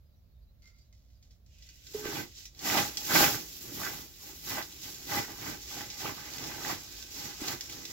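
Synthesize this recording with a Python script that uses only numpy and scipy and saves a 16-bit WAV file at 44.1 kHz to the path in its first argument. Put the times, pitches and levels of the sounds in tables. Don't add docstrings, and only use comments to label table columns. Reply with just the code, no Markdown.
import sys
import numpy as np
from scipy import signal
from scipy.fft import rfft, irfft, next_fast_len
from scipy.io import wavfile
from scipy.ndimage import uniform_filter1d

SR = 44100
rng = np.random.default_rng(int(sys.argv[2]) if len(sys.argv) > 2 else 0)


def unload_audio(sound):
    columns = np.transpose(np.atleast_2d(sound))
    steps = np.round(np.clip(columns, -1, 1) * 32767)
    wavfile.write(sys.argv[1], SR, steps.astype(np.int16))


N = 349272

# (frequency [Hz], relative density [dB per Hz])
SNAP_SPECTRUM = [(1000, -24), (2000, -2), (2800, 2), (4000, 8.5), (5200, 10), (7000, 8), (8000, 3),
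                 (12000, -7), (16000, -10)]


def from_db(db):
    return 10 ** (np.asarray(db) / 20)


def rms_one(x):
    return x / np.sqrt(np.mean(x ** 2) + 1e-20)


def in_time(rows):
    times, *columns = np.transpose(rows)
    t = np.arange(N) / SR
    return [np.interp(t, times, column, left=-120, right=column[-1] if times[-1] > 7 else -120)
            for column in columns]


def at_hz(points, hz):
    frequencies, values = np.array(points).T
    return np.interp(np.log(hz + 1), np.log(frequencies), values)


def colour(x, spectrum):
    length = x.shape[-1]
    size = next_fast_len(length + 4096)
    gain = from_db(at_hz(spectrum, np.fft.rfftfreq(size, 1 / SR)))
    return irfft(rfft(x, size) * gain, size)[..., :length]


def drift(corner_hz):
    step = 20
    r = np.exp(-2 * np.pi * corner_hz * step / SR)
    slow = signal.lfilter([1], [1, -2 * r, r * r], rng.standard_normal(N // step + 2002))
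    slow = slow[2000:]
    return np.interp(np.arange(N) / step, np.arange(len(slow)), rms_one(slow))


def swells(s, rise, fall, peak_db, steepness=1):
    step = 20
    t = np.arange(0, N + step, step)[:, None] / SR - s
    flank = np.maximum(np.where(t < 0, rise, fall), .001)
    fade = np.exp(-(np.abs(t) / flank) ** steepness)
    rounded = 2 * fade / (1 + fade ** 2)
    total = (from_db(peak_db) * rounded).sum(axis=1)
    return np.interp(np.arange(N) / step, np.arange(len(t)), total)


def resonance(x, hz, width):
    r = np.exp(-np.pi * width / SR)
    poles = [1, -2 * r * np.cos(2 * np.pi * hz / SR), r * r]
    return signal.lfilter(np.array([1, 0, -1]) * (1 - r * r) / 2, poles, x + 1e-18)


def ring(clicks, hz, t60):
    r, w = from_db(-60 / (t60 * SR)), 2 * np.pi * hz / SR
    return signal.lfilter([0, np.sin(w)], [1, -2 * r * np.cos(w), r * r], clicks + 1e-18)


def pair(length):
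    # (frequency [Hz], left-right likeness [0 to 1])
    coherence = [(60, 0.87), (130, 0.91), (290, 0.59), (640, 0.13), (1400, 0), (3000, 0)]
    size = next_fast_len(length)
    alike = np.clip(at_hz(coherence, np.fft.rfftfreq(size, 1 / SR)), -1, 1)
    mid, side = rfft(rng.standard_normal((2, size)))
    both = np.sqrt(.5 + alike / 2) * mid + np.sqrt(.5 - alike / 2) * side * [[1], [-1]]
    return irfft(both, size)[:, :length]


def patchy(x, shared_db, own_db, own_hz):
    together = drift(29.0)
    edges = 160 * 2 ** np.arange(0, 7.1, .5)
    out = 0
    for k, (low, high) in enumerate(zip(edges, edges[1:])):
        band = signal.sosfilt(signal.butter(2, [low, high], "band", fs=SR, output="sos"), x)
        out = out + band * (-1) ** k * from_db(shared_db * together + own_db * drift(own_hz))
    return out


def grains(per_s, spread_db):
    sizes = from_db(spread_db * np.minimum(rng.exponential(1, N), 5))
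    signs = rng.choice([-1, 1], N)
    return rms_one(sizes * signs * (rng.random(N) < per_s / SR))


def flow():
    # (time [s], hiss level [dB])
    seep = [(1.4, -95.5), (1.51, -67.5), (1.7, -60), (1.8, -59.5), (1.92, -52), (2.0, -49), (2.3, -59),
            (2.55, -80), (2.95, -61), (3.5, -50), (4.1, -61), (4.75, -49.5), (5.6, -50.5), (6.2, -46.5),
            (6.55, -46.5), (7.0, -49.5), (7.37, -56), (7.6, -49), (7.92, -49)]
    # (peak time [s], rise [s], fall [s],
    # hiss level [dB], sputter level [dB], rush level [dB])
    surges = [(1.938, 0.0041, 0.1, -62, -58.5, -50), (2.055, 0.018, 0.021, -56, -46.5, -59),
              (2.172, 0.053, 0.037, -43.5, -43, -39), (2.375, 0.022, 0.022, -52.5, -83, -69),
              (2.415, 0.03, 0.038, -52.5, -79, -72), (2.669, 0.026, 0.14, -36, -38, -45),
              (2.779, 0.076, 0.025, -38, -35.5, -36), (2.878, 0.032, 0.012, -46, -58, -49.9),
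              (3.0, 0.025, 0.055, -53, -59, -71), (3.14, 0.033, 0.018, -55, -36.5, -41),
              (3.204, 0.063, 0.066, -24.5, -26, -30), (3.34, 0.005, 0.053, -56, -50.5, -52.5),
              (3.55, 0.037, 0.042, -57, -73, -81), (3.652, 0.03, 0.1, -53.5, -62, -50.5),
              (3.834, 0.057, 0.11, -43.5, -44.5, -44.5), (4.277, 0.064, 0.07, -52, -60.5, -57),
              (4.518, 0.041, 0.046, -40.5, -41.5, -43.5), (4.576, 0.012, 0.026, -81.5, -39, -53),
              (4.85, 0.019, 0.055, -49.5, -59.9, -57), (5.152, 0.044, 0.043, -38, -34.5, -38.5),
              (5.281, 0.0065, 0.033, -79, -49.5, -51), (5.42, 0.029, 0.016, -49, -47.5, -51.5),
              (5.465, 0.02, 0.052, -48.5, -43.5, -43), (5.733, 0.042, 0.01, -50, -55, -78),
              (5.779, 0.039, 0.048, -46, -48, -48), (6.003, 0.016, 0.046, -44.5, -51.5, -53),
              (6.06, 0.02, 0.031, -66, -41, -43), (6.43, 0.059, 0.11, -57, -55, -51.5),
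              (6.695, 0.053, 0.033, -42, -40, -42.5), (6.95, 0.033, .05, -60, -77, -82),
              (7.222, 0.059, 0.085, -43, -49.5, -49.5), (7.425, 0.027, 0.047, -49, -47, -50.5),
              (7.506, 0.042, 0.03, -41.5, -43.5, -43.5), (7.717, 0.022, 0.092, -59, -63, -55),
              (7.91, 0.014, .03, -55, -69, -58)]
    steepness = 1.235
    sputter_lag_s, sputter_width = 0.0077, 0.78
    rush_lag_s = 0.014
    seep_db, = in_time(seep)
    s, rise, fall, hiss_db, sputter_db, rush_db = np.transpose(surges)
    hiss = from_db(seep_db) + swells(s, rise, fall, hiss_db, steepness)

    sputter = from_db(-67.5 + 4.24 * (seep_db + 50))
    sputter = sputter + swells(s + sputter_lag_s, rise * sputter_width, fall * sputter_width,
                               sputter_db, steepness)
    low = from_db(-58.5 + 1.64 * (seep_db + 50))
    low = low + swells(s + rush_lag_s, rise, fall, rush_db, steepness)
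    return 20 * np.log10(np.array([hiss, sputter, low]) + 1e-12)


def gas(level_db):
    # (frequency [Hz], relative density [dB per Hz])
    spectrum = [(400, -73), (1200, -18), (2000, -7.5), (2700, -1.5), (3500, 0.5), (5500, 4), (8000, 0.5),
                (12000, -8.5), (16000, -7)]
    # (time [s], level over its usual colour [dB])
    treble = [(1.4, -7), (1.88, 2), (1.96, 4), (2.4, -2.5), (2.7, 3.5), (3.2, 7), (4.2, 7), (5.0, 4.5),
              (6.0, 1.5), (7.92, 1.5)]
    jet = rng.standard_normal(N) + 0.9 * grains(per_s=700.0, spread_db=4.5)
    spread_out = jet + 3.2 * pair(N)
    hiss = patchy(spread_out, shared_db=1.12, own_db=0.97, own_hz=13.0)
    hiss = rms_one(colour(hiss, spectrum))
    top = signal.sosfiltfilt(signal.butter(4, 9000, "high", fs=SR, output="sos"), hiss)
    return from_db(level_db + 1.1 * drift(160)) * (hiss + (from_db(in_time(treble)[0]) - 1) * top)


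def foam(level_db):
    # (frequency [Hz], relative density [dB per Hz])
    spectrum = [(200, -16), (350, -9.5), (550, -4.5), (900, 1), (1500, -3.5), (2200, -3.5), (2900, -6.5),
                (4500, -14), (8000, -20.5)]
    # (time [s], level before the room [dB], pitch [Hz])
    bursts = [(2.634, -40.5, 666), (2.668, -33, 1790), (2.7, -17.5, 2460), (2.755, -23, 980),
              (3.11, -23, 1620), (3.149, -23, 690), (3.206, -18, 830), (3.211, -22, 330),
              (3.243, -13, 2440), (3.345, -25.5, 1580), (3.721, -38, 308), (3.816, -29, 1200),
              (4.512, -32, 2030), (4.582, -26, 1580), (5.091, -43, 665), (5.124, -34, 1190),
              (5.281, -39.5, 930), (5.462, -40, 960), (5.809, -31, 1800), (6.057, -24, 1220),
              (6.181, -39, 1210), (6.582, -34.5, 950), (6.649, -25, 1810), (6.697, -32, 931),
              (7.257, -33, 2000), (7.418, -29.5, 308), (7.477, -34, 2060)]
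    ring_cycles = 12
    sputter = 1.22 * pair(N) + grains(per_s=1500., spread_db=2.5)
    sputter = patchy(sputter, shared_db=1.5, own_db=2.5, own_hz=25.0)
    out = from_db(level_db) * rms_one(colour(sputter, spectrum))
    t = np.arange(SR // 20) / SR
    for s, burst_db, hz in bursts:
        pop = np.sin(2 * np.pi * hz * t) * from_db(burst_db - 60 * t * hz / ring_cycles)
        at = round(s * SR)
        out[:, at:at + len(t)] += pop[:N - at]
    return out


def rush(level_db):
    # (frequency [Hz], relative density [dB per Hz])
    spectrum = [(30, -36), (60, -36), (90, -2.5), (130, -1.5), (200, -6), (320, 0), (450, -8), (800, -21.5)]
    return from_db(level_db + 1.0 * drift(24)) * rms_one(colour(pair(N), spectrum))


def snaps():
    # (time [s], reference level [dB], puff's 60 dB decay time [s],
    # click level over the reference [dB])
    events = [(0.621, -57, 0.06, -4), (0.7851, -60, 0.06, -4), (0.9265, -58, 0.065, -4),
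              (1.1014, -64, 0.06, -4), (1.226, -55.5, 0.065, -4), (1.3083, -57.5, 0.06, -4),
              (1.462, -57.5, 0.06, -4), (1.584, -50, 0.045, -2), (1.623, -47, 0.087, -4),
              (1.6888, -45.5, 0.12, -6), (1.8676, -41.5, 0.068, -4), (2.454, -35.5, 0.07, -7.5),
              (2.528, -71, .02, -19), (2.548, -46, .02, -4), (2.577, -54, .03, -4),
              (2.591, -37.5, 0.13, -5), (2.971, -19.5, 0.028, -10), (4.625, -30, .04, -2),
              (4.724, -39, .03, -6), (4.945, -35, .04, -2), (5.901, -34, 0.17, -4), (6.335, -32, 0.053, -4),
              (6.3817, -28, 0.036, -4), (6.4386, -32, 0.065, -4), (7.025, -32, .02, -6),
              (7.478, -27, .04, -12), (7.482, -17, 0.014, 4), (7.6081, -23.5, 0.029, -12),
              (7.6958, -31, 0.05, -8), (7.724, -34, 0.036, -8), (7.8522, -25.5, 0.022, -10)]
    puff_db, crack_db = -7.5, -6.5
    crack_t60_s, onset_s = 0.014, 0.00095
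    out, clicks, t = np.zeros(N), np.zeros(N), np.arange(SR // 5) / SR
    puffs = rms_one(colour(rng.standard_normal((len(events), len(t))), SNAP_SPECTRUM))
    for (s, level_db, t60, click_db), puff in zip(events, puffs):
        at = round(s * SR)
        shape = from_db(puff_db - 60 * t / t60) + from_db(crack_db - 60 * t / crack_t60_s)
        shape = shape * np.minimum(t / onset_s, 1)
        out[at:at + len(t)] += (puff * from_db(level_db) * shape)[:N - at]
        clicks[at + SR // 2000] = from_db(level_db + click_db)
    return out + colour(clicks, SNAP_SPECTRUM)


def can():
    # (time [s], level of the click [dB])
    jolts = [(2.057, -31), (2.089, -35.5)]
    # (frequency [Hz], level [dB], 60 dB decay time [s])
    modes = [(396, 1, 0.06), (342, -1, 0.045)]
    # (time [s], level [dB])
    hum_level = [(1.942, -55), (1.949, -30), (1.966, -37), (1.972, -46), (1.99, -40.5), (2.04, -47.5),
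                 (2.068, -46), (2.075, -36), (2.083, -46), (2.12, -41), (2.14, -54)]
    hum_hz = 423.4
    clicks = np.zeros(N)
    clicks[[round(s * SR) for s, _ in jolts]] = from_db(np.array(jolts)[:, 1])
    soft = signal.lfilter([.06], [1, -.94], clicks)
    ringing = sum(from_db(db) * ring(soft, hz, t60) for hz, db, t60 in modes)
    phase = 2 * np.pi * np.cumsum(hum_hz * (1 + 0.01 * drift(29.0))) / SR
    hum = np.sin(phase) * from_db(1.7 * drift(43))
    return ringing + uniform_filter1d(from_db(in_time(hum_level)[0]), size=60) * hum


def leak():
    # (time [s], level [dB])
    level = [(1.46, -90), (1.526, -76), (1.694, -68), (1.834, -83), (1.9, -71), (1.94, -72)]
    straw_hz, width_hz = 2720, 840
    breath = resonance(rng.standard_normal(N), straw_hz, width_hz)
    return from_db(in_time(level)[0]) * rms_one(resonance(breath, straw_hz, width_hz))


def creak():
    # (frequency [Hz], width [Hz])
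    tones = [(2110, 37), (4730, 37), (1390, 60)]
    # (peak time [s], rise [s], fall [s], first, second and third tone's level [dB])
    flexes = [(0.635, .006, .03, -72, -74, -91), (0.68, 0.023, 0.025, -68, -79, -79),
              (.755, .015, .012, -76, -88, -84), (0.81, 0.023, 0.022, -81, -72.5, -95),
              (0.935, .006, 0.009, -76, -84, -85)]
    rub = pair(N)
    s, rise, fall, *levels = np.transpose(flexes)
    return sum(swells(s, rise, fall, db) * rms_one(resonance(rub, hz, width))
               for (hz, width), db in zip(tones, levels))


def rustle():
    # (peak time [s], rise [s], fall [s], level [dB])
    shifts = [(0.668, .02, 0.018, -65.5), (0.8, 0.052, 0.044, -73), (0.935, .004, 0.05, -72.5),
              (1.13, .06, 0.056, -76), (1.228, .003, 0.036, -72), (1.314, 0.0086, 0.026, -70.5)]
    skin = rms_one(colour(grains(per_s=4000., spread_db=4.5), SNAP_SPECTRUM))
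    return swells(*np.transpose(shifts)) * skin


def chirps():
    # (peak time [s], time from peak to 1/e [s], mean pitch [Hz], level [dB])
    whistles = [(0.072, .015, 4900, -80), (0.145, .015, 4000, -77), (0.183, 0.034, 5700, -82),
                (.13, .04, 4780, -85), (.25, 0.055, 4800, -86), (0.323, .025, 4430, -82),
                (.37, .03, 3700, -80), (.43, 0.022, 4770, -80), (.43, .02, 4300, -81),
                (.44, 0.028, 3950, -85), (0.496, .018, 4000, -76), (0.882, .025, 3950, -80),
                (1.17, .025, 4800, -74)]
    waver = 1 + .02 * np.array([drift(150), drift(150)])
    out = np.zeros((2, N))
    for s, half, hz, level_db in whistles:
        at = np.arange(max(round((s - 2 * half) * SR), 0), round((s + 2 * half) * SR))
        envelope = from_db(level_db) * np.exp(-((at / SR - s) / half) ** 2)
        out[:, at] += envelope * np.sin(2 * np.pi * hz * np.cumsum(waver[:, at], axis=1) / SR)
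    return out


def air():
    # (frequency [Hz], relative density [dB per Hz])
    spectrum = [(15, -18), (25, -21.5), (55, 1.5), (242, -25.5), (317, -32), (363, -34), (545, -32.5),
                (591, -30.5), (887, -43), (3250, -47), (3920, -43), (7310, -52), (16000, -45)]
    return from_db(-58.5 + 0.32 * drift(0.69)) * rms_one(colour(pair(N), spectrum))


def room(x):
    # (frequency [Hz], width [Hz], level [dB], left minus right [dB])
    hollows = [(826, 39, -1, 11), (1554, 72, 0.5, -3.5), (1970, 110, -3, -4.5)]
    t60_s, tail_db, right_lag_s = .16, -2.5, .00007
    t = np.arange(SR // 3) / SR
    tail = pair(len(t)) * from_db(-60 * t / t60_s) * (t > .0015)
    answer = from_db(tail_db) * tail / np.sqrt(np.sum(tail ** 2) / 2)
    answer[[0, 1], [0, round(right_lag_s * SR)]] += 1
    near = x
    for hz, width, db, pan_db in hollows:
        swinging = x * from_db(4 * drift(4.8))
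        sides = from_db(db + np.array([[.5], [-.5]]) * pan_db)
        near = near + resonance(swinging, hz, width) * sides
    return signal.fftconvolve(near, answer, axes=1)[:, :N] * from_db(-1.5)


def scene():
    # (frequency [Hz], left minus right [dB])
    lean = np.array([(60, -2.5), (150, -5), (380, -3.5), (950, -5), (2380, -2.5), (5980, -3.5), (15000, 0)])
    hiss_db, sputter_db, rush_db = flow()
    near = gas(hiss_db) + foam(sputter_db) + snaps() + rustle() + leak()
    left, right = room(near) + rush(rush_db) + can() + creak() + air() + chirps()
    return np.array([colour(left, lean * [1, .5]), colour(right, lean * [1, -.5])])


def record(dry):
    # (frequency [Hz], gain [dB])
    port = [(7600, 0.5), (8100, -10.5), (8300, -25), (8950, -16.5), (9400, -9), (10500, -4.5), (12000, 2)]
    cutoff_hz = 15900
    low_pass = signal.ellip(14, .5, 75, cutoff_hz, fs=SR, output="sos")
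    return signal.sosfilt(low_pass, colour(dry, port))


dry = scene()
out = record(dry)
unload_audio(out)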